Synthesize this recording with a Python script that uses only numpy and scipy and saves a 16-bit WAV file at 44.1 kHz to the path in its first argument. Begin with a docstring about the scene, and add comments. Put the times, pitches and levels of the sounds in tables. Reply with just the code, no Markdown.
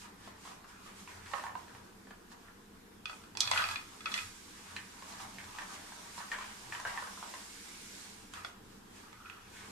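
"""A small hard kitchen: crisp fried sticks go by the handful from a plastic tray to a thin plate
on a stone counter. Each landing cracks the crust and rings the modes of its dish; hard stick ends
snap on the plate. Dense small contacts make the heap shuffle, rustle and tumble.
A fine hiss swells with the handling and stays on for some seconds, over hum and house rumble.
Near the end sticks scrape the plate and a low drone sets in."""
import sys
import numpy as np
from scipy import signal
from scipy.fft import rfft, irfft, next_fast_len
from scipy.io import wavfile
from scipy.ndimage import uniform_filter1d, map_coordinates

SR = 44100
rng = np.random.default_rng(int(sys.argv[2]) if len(sys.argv) > 2 else 0)


def generate_wav(signal):
    """Clip the signal to [-1, 1] and save it as 16-bit WAV at the path in sys.argv[1]."""
    frames = np.transpose(np.atleast_2d(signal))
    scaled = np.clip(frames, -1, 1) * 32767
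    pcm = np.round(scaled).astype(np.int16)
    wavfile.write(sys.argv[1], SR, pcm)


N = 428211

# Hum partials: pitch_hz, level_db
HUM_PARTIALS = [(59.2, -74.5), (118.4, -83), (199.2, -70)]
# Spectra of house noise, rumble, low hum, hiss and crust rustle: freq_hz, relative_density_db
HOUSE_SPECTRUM = [(82, -70), (140, -20.5), (202, -7.5), (236, -13), (292, -12.5), (415, -15.5),
                  (466, -14.5), (565, -26), (954, -18.5), (1160, -21.5), (1580, -22), (2070, -28),
                  (14400, -38.5)]
RUMBLE_SPECTRUM = [(12, -20), (20, 5.5), (38, -10), (100, -4.5), (129, -21), (140, -28), (180, -25),
                   (310, -120)]
LOW_HUM_SPECTRUM = [(70, -51), (88, 10.5), (105, -7.5), (120, 6), (140, -29.5)]
HISS_SPECTRUM = [(880, -51), (1500, -4.5), (1860, -10.5), (2170, -3), (2520, -7.5), (5330, -6),
                 (8080, -6.5), (13600, -19.5), (14400, -93)]
CRUST_SPECTRUM = [(1500, -30), (2500, -4), (3500, 0), (6000, -4), (9000, -16), (13000, -36)]
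# Low hum envelope: time_s, level_db
LOW_HUM_LEVELS = [(0.0, -65), (0.75, -72.5), (1.43, -62), (2.08, -70.5), (3.32, -68), (3.57, -52),
                  (3.97, -69.5), (4.27, -57), (4.33, -74), (4.81, -61), (4.89, -70), (5.46, -58.5),
                  (5.6, -69), (6.63, -70.5), (6.68, -58.5), (7.38, -78), (8.11, -67), (9.71, -65)]
# Left-right likeness of noise: freq_hz, correlation
STEREO_CORRELATION = [(60, 0.99), (200, 0.93), (400, 0.35), (700, 0.017), (3000, 0.016)]
# Kitchen decay: freq_hz, t60_s
ROOM_DECAY = [(400, 0.37), (1000, 0.33), (3000, 0.24), (8000, 0.15)]
# Hand moves in the heap: peak_s, rise_s, fall_s, shuffle_db, hiss_db
HAND_MOVES = [(0.02, 0.078, 0.1, -47, -53.5), (0.27, 0.14, 0.1, -50, -59.5),
              (0.475, 0.14, 0.17, -50.5, -55), (0.69, 0.037, 0.14, -52.5, -60.5),
              (0.87, 0.13, 0.12, -50, -58), (1.0, 0.097, 0.15, -52, -54.5), (1.1, 0.044, 0.26, -50, -56.5),
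              (1.27, 0.046, .08, -50, -69), (1.36, 0.16, 0.19, -45, -52.5), (1.47, 0.12, 0.032, -58, -58),
              (1.58, 0.041, 0.25, -52, -60.5), (1.76, 0.13, 0.073, -51.5, -63),
              (1.85, 0.045, 0.13, -58, -66), (2.1, 0.067, 0.057, -64, -67),
              (2.325, 0.039, 0.022, -48, -58.5), (2.44, 0.2, 0.13, -59, -71),
              (3.11, 0.061, 0.26, -56, -56.5), (3.4, 0.014, 0.68, -45, -47.5),
              (3.56, 0.065, 0.15, -33.5, -46), (3.72, 0.12, 0.052, -39, -48), (4.07, 0.036, 0.09, -42, -65),
              (4.17, 0.11, 0.19, -50.5, -45), (4.76, 0.38, 0.063, -50, -57.5), (4.93, .06, 0.042, -61, -73),
              (5.1, 0.079, 0.12, -46.5, -53), (5.22, 0.075, 0.056, -46, -49.5),
              (5.59, 0.089, 0.091, -43.5, -59), (5.75, 0.11, 0.041, -44, -51.5),
              (5.93, 0.034, 0.15, -60, -70), (6.19, 0.083, 0.076, -43, -51.5),
              (6.33, 0.034, 0.036, -41, -52), (6.42, 0.072, 0.18, -46, -59),
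              (6.74, 0.046, 0.069, -41, -51.5), (6.875, 0.022, 0.098, -40, -52),
              (6.97, 0.15, 0.19, -47, -65), (7.24, 0.048, 0.11, -48, -68), (7.36, 0.12, 0.15, -52.5, -56),
              (8.35, 0.044, 0.16, -47, -54.5), (8.46, 0.03, 0.097, -53, -57), (8.72, 0.17, 0.21, -63, -64),
              (8.97, 0.11, 0.26, -56, -58.5), (9.28, 0.17, 0.28, -55, -65), (9.58, 0.16, 0.35, -53, -55.5)]
# Floor under the moves: time_s, shuffle_db, hiss_db
HANDLING_FLOOR = [(0, -64, -78), (1.9, -73, -70.5), (3.0, -73, -75), (3.3, -72, -102), (3.95, -70, -60),
                  (4.4, -68, -55.5), (4.7, -57.5, -57), (5.4, -52.5, -55), (6.1, -53, -52.5),
                  (6.7, -54.5, -53.5), (7.0, -48, -51), (7.5, -60.5, -51.5), (8.05, -55.5, -51),
                  (8.3, -64, -61), (8.6, -72, -75), (9.45, -59.5, -73), (9.71, -66, -57)]
# Hand over the plate: start_s, end_s
PLATE_SPANS = [(3.0, 4.3), (8.2, 9.5)]
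# Dish modes: pitch_hz, level_db, t60_s
TRAY_MODES = [(610, -8.5, 0.024), (780, -3, 0.036), (905, -4, 0.034), (970, 2, 0.059), (1074, 4, 0.048),
              (1225, 1.5, 0.033), (1433, 0, 0.03), (1650, 4, 0.03), (1770, 4.5, 0.033), (1864, -1, 0.038),
              (2220, -5.5, 0.015), (2354, -4.5, 0.015), (3500, 11, 0.0049), (4160, 13, 0.008)]
PLATE_MODES = [(887, -2, 0.031), (990, 0.5, 0.022), (1290, 3.5, 0.034), (1450, 0.5, 0.048),
               (1530, 0.5, 0.018), (1996, -4, 0.023), (1880, -11, 0.035), (2250, -17, 0.016),
               (2500, -7, 0.042), (3397, 10, 0.029), (3910, -10.5, 0.034), (4030, 5.5, 0.017),
               (4530, 9.5, 0.016), (5750, -3, 0.026)]
# Sticks landing: start_s, mid_db, dull_over_mid_db, bright_over_mid_db, dull_pitch_hz, mid_pitch_hz
TRAY_LANDINGS = [(0.275, -48.5, 7, 0, 1050, 2490), (0.4526, -53, 9.5, 6, 1090, 1630),
                 (0.4744, -46, 3, -9.0, 1210, 1920), (0.6426, -48.5, 2, -7, 1240, 1630),
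                 (1.075, -40, -3, -12, 1050, 2220), (1.26, -46, -10, -2, 800, 1770),
                 (1.315, -45, 1, 1.0, 1240, 1750), (1.3355, -28, 1, -17, 1050, 1920),
                 (1.3817, -39, 7, -19.0, 1040, 1750), (1.3958, -35.5, 0, -13.0, 1000, 1760),
                 (1.4381, -44.5, 13, 2.5, 970, 1620), (1.4653, -35.5, 1.5, -24.0, 890, 1650),
                 (1.494, -46.5, 6, -19.0, 820, 1690), (1.5529, -42, 11, -8, 970, 2570),
                 (1.682, -46.5, -14, -4, 1600, 1780), (1.7488, -45.5, 2, -14, 1520, 2290),
                 (2.0703, -47.5, -3, -6, 860, 1640), (2.1077, -44, 1.5, -8, 1450, 1640),
                 (2.3175, -51, 1.5, 1, 1230, 1640), (2.4837, -51, 1, -13.0, 1600, 1620),
                 (4.7637, -29.5, -29, -5, 1360, 2580), (4.7878, -38.5, -26.0, -23.0, 1090, 1830),
                 (5.0224, -47, 6, 0, 1090, 2410), (5.1229, -44, -11.0, 2, 980, 1620),
                 (5.2016, -45.5, 3.5, -9, 1260, 2690), (5.3843, -36, -21.0, -9, 1510, 2250),
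                 (5.4408, -43.5, -18.0, -1, 1570, 1770), (5.5858, -31, -11, -11, 1090, 1780),
                 (5.6192, -38, -9, -3.0, 920, 1800), (5.8647, -47, -13, -16.0, 1480, 1730),
                 (5.9204, -46, 5.5, -9.0, 970, 1620), (6.1784, -46.5, 9, 6, 935, 1710),
                 (6.2046, -42.5, 6.5, -4, 930, 1920), (6.3162, -28.5, -14, -10.5, 1600, 1930),
                 (6.346, -34, -26.0, -23.0, 1160, 1870), (6.3854, -43.5, 8, 1, 1070, 2310),
                 (6.4093, -42.5, 6.5, -18, 1120, 1660), (6.723, -30.5, -6, -20, 1080, 1850),
                 (6.7487, -32.5, -10, -17.0, 1090, 1880), (6.7989, -41, 4.5, 1.5, 1080, 1950),
                 (6.8515, -28.5, 0.5, -26, 1450, 1650), (6.8721, -34, -24, -17.0, 780, 1870),
                 (6.975, -29.5, -2, -23, 1050, 1750), (7.0234, -49.5, 15.5, -1, 1060, 2200),
                 (7.0743, -42.5, 1.5, -9.0, 1430, 1740), (7.1741, -51, 10.5, -11.0, 1080, 2010),
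                 (7.2271, -51.5, 20, 3, 1060, 2240), (7.3387, -37, 1, -5, 990, 1690)]
PLATE_LANDINGS = [(3.0555, -29, -6, -4.5, 1350, 2450), (3.0966, -36, 5, -3, 1260, 2160),
                  (3.1298, -47, 7, -8.0, 800, 2500), (3.238, -55, 9, 6, 1280, 2510),
                  (3.3515, -41.5, 1, 2, 820, 1840), (3.371, -32.5, -3, -11, 840, 2490),
                  (3.4055, -37, 0, -9.0, 980, 2700), (3.432, -35, -3.5, -6.0, 1310, 2570),
                  (3.4745, -32.5, 0.5, 8, 840, 2480), (3.5136, -21, 2.5, -1, 1020, 2120),
                  (3.5349, -22.5, -7, -10, 1300, 1960), (3.5605, -31, 8, -4, 1430, 2000),
                  (3.5748, -20, -4, -3.5, 1330, 2490), (3.5944, -34, 10.5, -10, 1540, 1710),
                  (3.62, -36, -26, 7, 960, 2490), (3.6394, -25.5, -1.5, -1, 1270, 2500),
                  (3.6868, -29.5, -6, -1, 1300, 2500), (3.71, -37.5, 4, 2, 1050, 2540),
                  (3.7572, -28.5, -10, -3, 1290, 2460), (4.0058, -41, -6, -2, 1290, 2340),
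                  (4.0574, -26.5, -2, -3.5, 1310, 2490), (4.069, -42, 9.5, -1, 1290, 2510),
                  (4.1163, -42.5, -10.0, 7, 1280, 2510), (4.1406, -22, -10, -2, 1600, 1880),
                  (4.162, -38.5, 5, -10, 1540, 2000), (4.1765, -30.5, -15, 1, 1270, 2460),
                  (4.1879, -26.5, -10, -10.0, 1340, 2510), (8.3362, -38, 1, -12, 1600, 1620),
                  (8.364, -50, -9, -4.0, 1380, 2260), (8.447, -34.5, 4, -5, 1340, 1840),
                  (9.1288, -44, 1, -4, 1290, 1850), (9.2571, -42, -6, -15.0, 1360, 2470),
                  (9.2983, -32.5, -6, -14, 1440, 2500), (9.329, -47, 2, -9.0, 1280, 2250)]
# Small sticks tumbling: start_s, rise_s, fall_s, level_db, centre_hz, on_plate
TUMBLE_BURSTS = [(3.406, .004, .09, -37.5, 3780, 1), (3.513, .005, .06, -42, 3500, 1),
                 (3.575, .005, .05, -43, 3000, 1), (3.62, .005, 0.054, -44, 3300, 1),
                 (3.69, .01, 0.099, -49, 2800, 1), (4.058, .005, .05, -48, 2600, 1),
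                 (4.115, .005, .03, -49, 3700, 1), (4.14, .005, .08, -48, 3300, 1),
                 (8.338, .004, .07, -55, 1700, 1), (8.447, .004, 0.046, -59, 2600, 1),
                 (9.255, .005, .05, -57, 2300, 1), (9.52, 0.037, .3, -56.5, 1940, 0),
                 (1.074, .004, .07, -53.5, 1800, 0), (1.258, .004, .05, -56, 1900, 0),
                 (5.385, .005, .07, -52, 1900, 0), (6.316, .005, 0.08, -44, 1800, 0)]
# Stick ends striking the plate: start_s, level_db, pitch_hz, half_width_cycles, left_over_right_db
END_STRIKES = [(3.3714, -22.5, 5200, 1.6, -7), (3.4053, -6.5, 5100, 0.77, -4), (3.513, -17, 6400, 0.69, -7),
               (4.14, -25.5, 5170, 1.15, 2), (8.337, -32, 6400, 0.6, -4), (8.338, -41.5, 3450, 5, -5),
               (8.446, -38, 3430, 6.2, -3), (8.447, -35.5, 4700, 1.6, -3), (9.299, -46, 3470, 0.83, -3),
               (3.0561, -32, 4400, 1.2, -3), (4.057, -34, 4580, 1.5, -3)]
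# Noise bands of scrape and drone: centre_hz, width_hz, start_s, end_s, level_db
SCRAPE_BAND = (1330, 190, 9.12, 9.44, -59)
DRONE_BAND = (410, 60, 9.5, 10.2, -65.5)

DULL_HZ, BRIGHT_HZ = 1600, 3000  # edges of the mid band
EDGE_DB = 16.5  # drop of a swell one rise or fall time from its peak
HEAPED_FROM_S = 4.4  # a heap lies on the plate from here on
TIME_S = np.arange(N) / SR


def amp(db):
    """Gain of a level in dB."""
    return 10 ** (np.asarray(db) / 20)


def unit(x):
    """x at rms 1."""
    return x / np.sqrt(np.mean(x ** 2) + 1e-20)


def along(points, hz):
    """Interpolate (freq_hz, value) rows on a log axis."""
    freq_hz, values = np.transpose(points)
    return np.interp(np.log(hz + 1), np.log(freq_hz + 1), values)


def filtered(x, response):
    """x times a complex frequency response."""
    size = next_fast_len(N + SR // 2)
    return irfft(rfft(x, size) * response(np.fft.rfftfreq(size, 1 / SR)), size)[..., :N]


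def add_at(out, start_s, sound, pan_db=0):
    """Mix in a stereo sound; pan_db is left over right."""
    span = out[:, round(start_s * SR):][:, :sound.shape[1]]
    span += amp([[pan_db / 2], [-pan_db / 2]]) * sound[:, :span.shape[1]]


def waver(rate_hz, knots):
    """Smooth random curve."""
    return map_coordinates(rng.standard_normal(knots), [TIME_S * rate_hz])


def patchy(x, depth_db):
    """Patches of random gain in time and frequency."""
    spectra = signal.stft(x, nperseg=512)[2]
    field = uniform_filter1d(rng.standard_normal(spectra.shape[1:]), size=6, axis=0)
    field = uniform_filter1d(field, size=10, axis=1)
    return signal.istft(spectra * amp(depth_db * unit(field)), nperseg=512)[1][:, :N]


def stereo_noise(spectrum, patchy_db):
    """Coloured noise at rms 1, alike on both sides in the bass."""
    def mid_side_gains(hz):
        angle = np.arccos(along(STEREO_CORRELATION, hz)) / 2
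        return amp(along(spectrum, hz)) * [np.cos(angle), np.sin(angle)]
    mid, side = filtered(patchy(rng.standard_normal((2, N)), patchy_db), mid_side_gains)
    return unit(np.array([mid + side, mid - side]))


def kitchen(x, wet_db, left_lag_samples=0):
    """Direct sound, three bounces a side off counter and tiles, and a noise tail."""
    hz, t, spectra = signal.stft(rng.standard_normal((2, SR // 4)), SR, nperseg=256)
    decay = amp(-60 * t / along(ROOM_DECAY, hz)[:, None])
    tail = signal.istft(spectra * decay, SR, nperseg=256)[1]
    response = amp(wet_db) * np.pad(tail / np.linalg.norm(tail[0]), ((0, 0), (200, 0)))
    for channel in response:
        channel[rng.integers(30, 200, size=3)] = .45 * rng.uniform(-1, 1, size=3)
    response[[0, 1], [left_lag_samples, 0]] = 1
    return signal.fftconvolve(x[None], response, axes=1)


def resonance(hz, mode_hz, width_hz):
    """Response of one mode, gain 1 at its peak."""
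    return 1j * hz * width_hz / (mode_hz ** 2 - hz ** 2 + 1j * hz * width_hz)


def hum():
    """Low partials that waver in level and phase."""
    out = np.zeros(N)
    for hz, db in HUM_PARTIALS:
        gain = np.sqrt(2) * amp(db + waver(rate_hz=12, knots=200))
        drift_rad = 1.22 * waver(rate_hz=12, knots=200)
        out += gain * np.sin(2 * np.pi * hz * TIME_S + drift_rad)
    return out


def house():
    """Steady house noise and rumble, plus a low hum that comes and goes."""
    air = amp(-57.5) * stereo_noise(HOUSE_SPECTRUM, patchy_db=1.5)
    rumble = amp(-67.5) * stereo_noise(RUMBLE_SPECTRUM, patchy_db=0.5)
    low_hum_db = np.interp(TIME_S, *np.transpose(LOW_HUM_LEVELS))
    return air + rumble + amp(low_hum_db) * stereo_noise(LOW_HUM_SPECTRUM, patchy_db=2.5)


def handling():
    """Shuffle and hiss gains: a floor plus one swell per hand move, summed as powers."""
    t = np.arange(0, N / SR + .01, .002)
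    peak_s, rise_s, fall_s, *peaks_db = np.transpose(HAND_MOVES)[:, :, None]
    knots_s, *floors_db = np.transpose(HANDLING_FLOOR)
    drop_db = EDGE_DB * np.where(t < peak_s, (peak_s - t) / rise_s, (t - peak_s) / fall_s) ** 1.28
    gains = []
    for peak_db, floor_db in zip(peaks_db, floors_db):
        power = amp(2 * np.interp(t, knots_s, floor_db)) + amp(2 * (peak_db - drop_db)).sum(0)
        gains.append(np.interp(TIME_S, t, np.sqrt(power)))
    return gains


def hiss(gain, shared=0.15, lag_samples=25):
    """Fine dense hiss; a small part is common to both sides, later on the left."""
    left, right = stereo_noise(HISS_SPECTRUM, patchy_db=1.0)
    left = np.sqrt(1 - shared ** 2) * left + shared * np.roll(right, lag_samples)
    return gain * [left, right] * amp([[-1.2], [1.2]])


def contacts(rate_hz, spread_db):
    """Two streams of small unequal impulses."""
    out, count = np.zeros((2, N)), round(2 * rate_hz * N / SR)
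    size_db = spread_db * np.minimum(rng.exponential(size=count), 2.5)
    out.flat[rng.integers(2 * N, size=count)] = amp(size_db) * rng.choice([-1, 1], size=count)
    return out


def shuffle(gain):
    """Light contacts ring the dish under the hand; the shifting heap damps now one mode, now another."""
    def ring(modes, softness_db_per_khz=2.24):
        return unit(filtered(ticks, lambda hz: sum(
            (-1) ** k * amp(db - softness_db_per_khz * mode_hz / 1000) * resonance(hz, mode_hz, 22 / t60)
            for k, (mode_hz, db, t60) in enumerate(modes) if mode_hz < BRIGHT_HZ)))
    ticks = contacts(rate_hz=500, spread_db=4)
    over_plate = sum((TIME_S > start_s) & (TIME_S < end_s) for start_s, end_s in PLATE_SPANS)
    heap = ring(TRAY_MODES) * (1 - over_plate) + ring(PLATE_MODES) * over_plate
    no_bass = signal.butter(4, 710, "highpass", fs=SR, output="sos")
    near, far = gain * unit(patchy(signal.sosfilt(no_bass, heap), depth_db=3.5))
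    return 0.13 * near + amp(-17) * kitchen(far, wet_db=11.5)[:, :N]


def crust_rustle(gain):
    """Crusts rub in dense bright ticks."""
    ticks = contacts(rate_hz=1700, spread_db=3)
    return amp(-15) * gain * unit(filtered(ticks, lambda hz: amp(along(CRUST_SPECTRUM, hz))))


def landings(events, modes, left_lag_samples, crack_db, crack_t60_s, wet_db, detune, heap_damping=1):
    """Brittle crust cracks and the dish rings, most near the pitches the landing spot favours."""
    out, t = np.zeros((2, N)), np.arange(SR // 14) / SR
    hz, mode_db, t60_s = np.transpose(modes)[:, :, None]
    mode_band = (hz[:, 0] > DULL_HZ).astype(int) + (hz[:, 0] > BRIGHT_HZ)
    edges_hz = [(520, DULL_HZ), (DULL_HZ, BRIGHT_HZ), (BRIGHT_HZ, 7500)]
    bands = [signal.butter(3, edges, "bandpass", fs=SR) for edges in edges_hz]
    no_bass = signal.butter(3, 480, "highpass", fs=SR, output="sos")  # small dishes radiate no bass
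    attack = 1 - np.exp(-t / .0004)
    for start_s, mid_db, dull_db, bright_db, dull_hz, mid_hz in events:
        pan_db = rng.normal(-1, 2.5)
        damping = heap_damping if start_s > HEAPED_FROM_S else 1
        level_scatter, pitch_scatter = rng.standard_normal((len(modes), 2)).T[:, :, None]
        octaves_off = np.abs(np.log2(hz / np.where(hz > DULL_HZ, mid_hz, dull_hz))) * (hz < BRIGHT_HZ)
        ring_db = mode_db - 30 * octaves_off + 3 * level_scatter - 60 * t * damping / t60_s
        rings = amp(ring_db) * np.sin(2 * np.pi * hz * (1 + detune * pitch_scatter) * t)
        burst = amp(-60 * t / crack_t60_s) * rng.standard_normal(len(t))
        knock = np.zeros(len(t))
        for k, band_db in enumerate([dull_db, 0, bright_db]):
            crack = amp(crack_db[k]) * signal.lfilter(*bands[k], burst)
            part = attack * (rings[mode_band == k].sum(0) + crack)
            knock += amp(mid_db + band_db) * part / np.abs(part).max()
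        add_at(out, start_s, kitchen(signal.sosfilt(no_bass, knock), wet_db, left_lag_samples), pan_db)
    return out


def tumbles(rate_hz=550, spread_octaves=0.49):
    """Small sticks tumble: dense uneven contacts ring the dish modes near a centre pitch."""
    out, size = np.zeros((2, N)), SR // 3
    t, hz = np.arange(size) / SR, np.fft.rfftfreq(size, 1 / SR)
    for start_s, rise_s, fall_s, db, centre_hz, on_plate in TUMBLE_BURSTS:
        hits = rng.random(size) < rate_hz / SR
        size_db = 4 * np.minimum(rng.exponential(size=size), 2.5)
        ticks = hits * amp(size_db) * np.sign(rng.standard_normal(size))
        dish = sum((-1) ** k * resonance(hz, mode_hz, 4.5 / t60_s)
                   for k, (mode_hz, _, t60_s) in enumerate(PLATE_MODES if on_plate else TRAY_MODES))
        focus = np.exp(-(np.log2((hz + 1) / centre_hz) / spread_octaves) ** 2 / 2)
        envelope = np.minimum(t / rise_s, 1) * amp(db - EDGE_DB * np.maximum(t - rise_s, 0) / fall_s)
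        clatter = envelope * unit(irfft(rfft(ticks) * dish * focus, size))
        add_at(out, start_s, kitchen(clatter, wet_db=-3.5, left_lag_samples=34 if on_plate else 1))
    return out


def snaps(ring_db=-25, crumble_db=-10, crumble_t60_s=0.028):
    """A hard stick end strikes: a short pulse, crumbling crust, a weak ring of the upper plate modes."""
    out, t = np.zeros((2, N)), np.arange(SR // 14) / SR
    thin = signal.butter(5, 3100, "highpass", fs=SR, output="sos")  # too small to radiate lower
    soft = signal.butter(4, 8000, fs=SR, output="sos")
    for start_s, db, hz, half_width_cycles, pan_db in END_STRIKES:
        widths = t * hz / half_width_cycles
        pulse = np.exp(-(widths - 2) ** 2) * np.sin(2 * np.pi * hz * t)
        ring = sum(amp(mode_db + ring_db - 60 * t / t60_s) * np.sin(2 * np.pi * mode_hz * t)
                   for mode_hz, mode_db, t60_s in PLATE_MODES if mode_hz > BRIGHT_HZ)
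        noise = signal.sosfilt(soft, rng.standard_normal(len(t)))
        crumble = amp(crumble_db - 60 * t / crumble_t60_s) * noise
        snap = signal.sosfilt(thin, pulse + (ring + crumble) * np.minimum(widths / 2, 1))
        add_at(out, start_s, kitchen(amp(db) * snap, wet_db=-5.5), pan_db)
    return out


def noise_swell(centre_hz, width_hz, start_s, end_s, db):
    """Narrow, nearly mono noise under an arched envelope."""
    out, size = np.zeros((2, N)), round((end_s - start_s) * SR)
    band = np.exp(-((np.arange(SR // 2 + 1) - centre_hz) / width_hz) ** 2)
    noise = irfft(rfft(rng.standard_normal((2, SR))) * band, SR)[:, :size]
    arch = np.sqrt(np.sin(np.pi * np.arange(size) / size))
    add_at(out, start_s, amp(db) * arch * unit(noise + 0.99 * noise[::-1]))
    return out


def scrape():
    """Sticks dragged over the plate catch and slip."""
    return noise_swell(*SCRAPE_BAND) * amp(2.5 * waver(rate_hz=55, knots=600))


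def drone():
    """A low drone sets in near the end."""
    return noise_swell(*DRONE_BAND)


def scene():
    """Sticks on tray and plate over hiss, hum and rumble."""
    shuffle_gain, hiss_gain = handling()
    background = hum() + house() + hiss(hiss_gain)
    drag = scrape()
    tray = landings(TRAY_LANDINGS, TRAY_MODES, left_lag_samples=1, crack_db=[12, 12, 14],
                    crack_t60_s=0.02, wet_db=-1.5, detune=0.027)
    plate = landings(PLATE_LANDINGS, PLATE_MODES, left_lag_samples=34, crack_db=[12, 5, 16],
                     crack_t60_s=0.0055, wet_db=-4.5, detune=0.013, heap_damping=2)
    heap = shuffle(shuffle_gain) + crust_rustle(shuffle_gain)
    return background + heap + tray + plate + snaps() + tumbles() + drag + drone()


def record(dry):
    """Brick-wall low-pass."""
    return filtered(dry, lambda hz: hz < 14430)


dry = scene()
out = record(dry)
generate_wav(out)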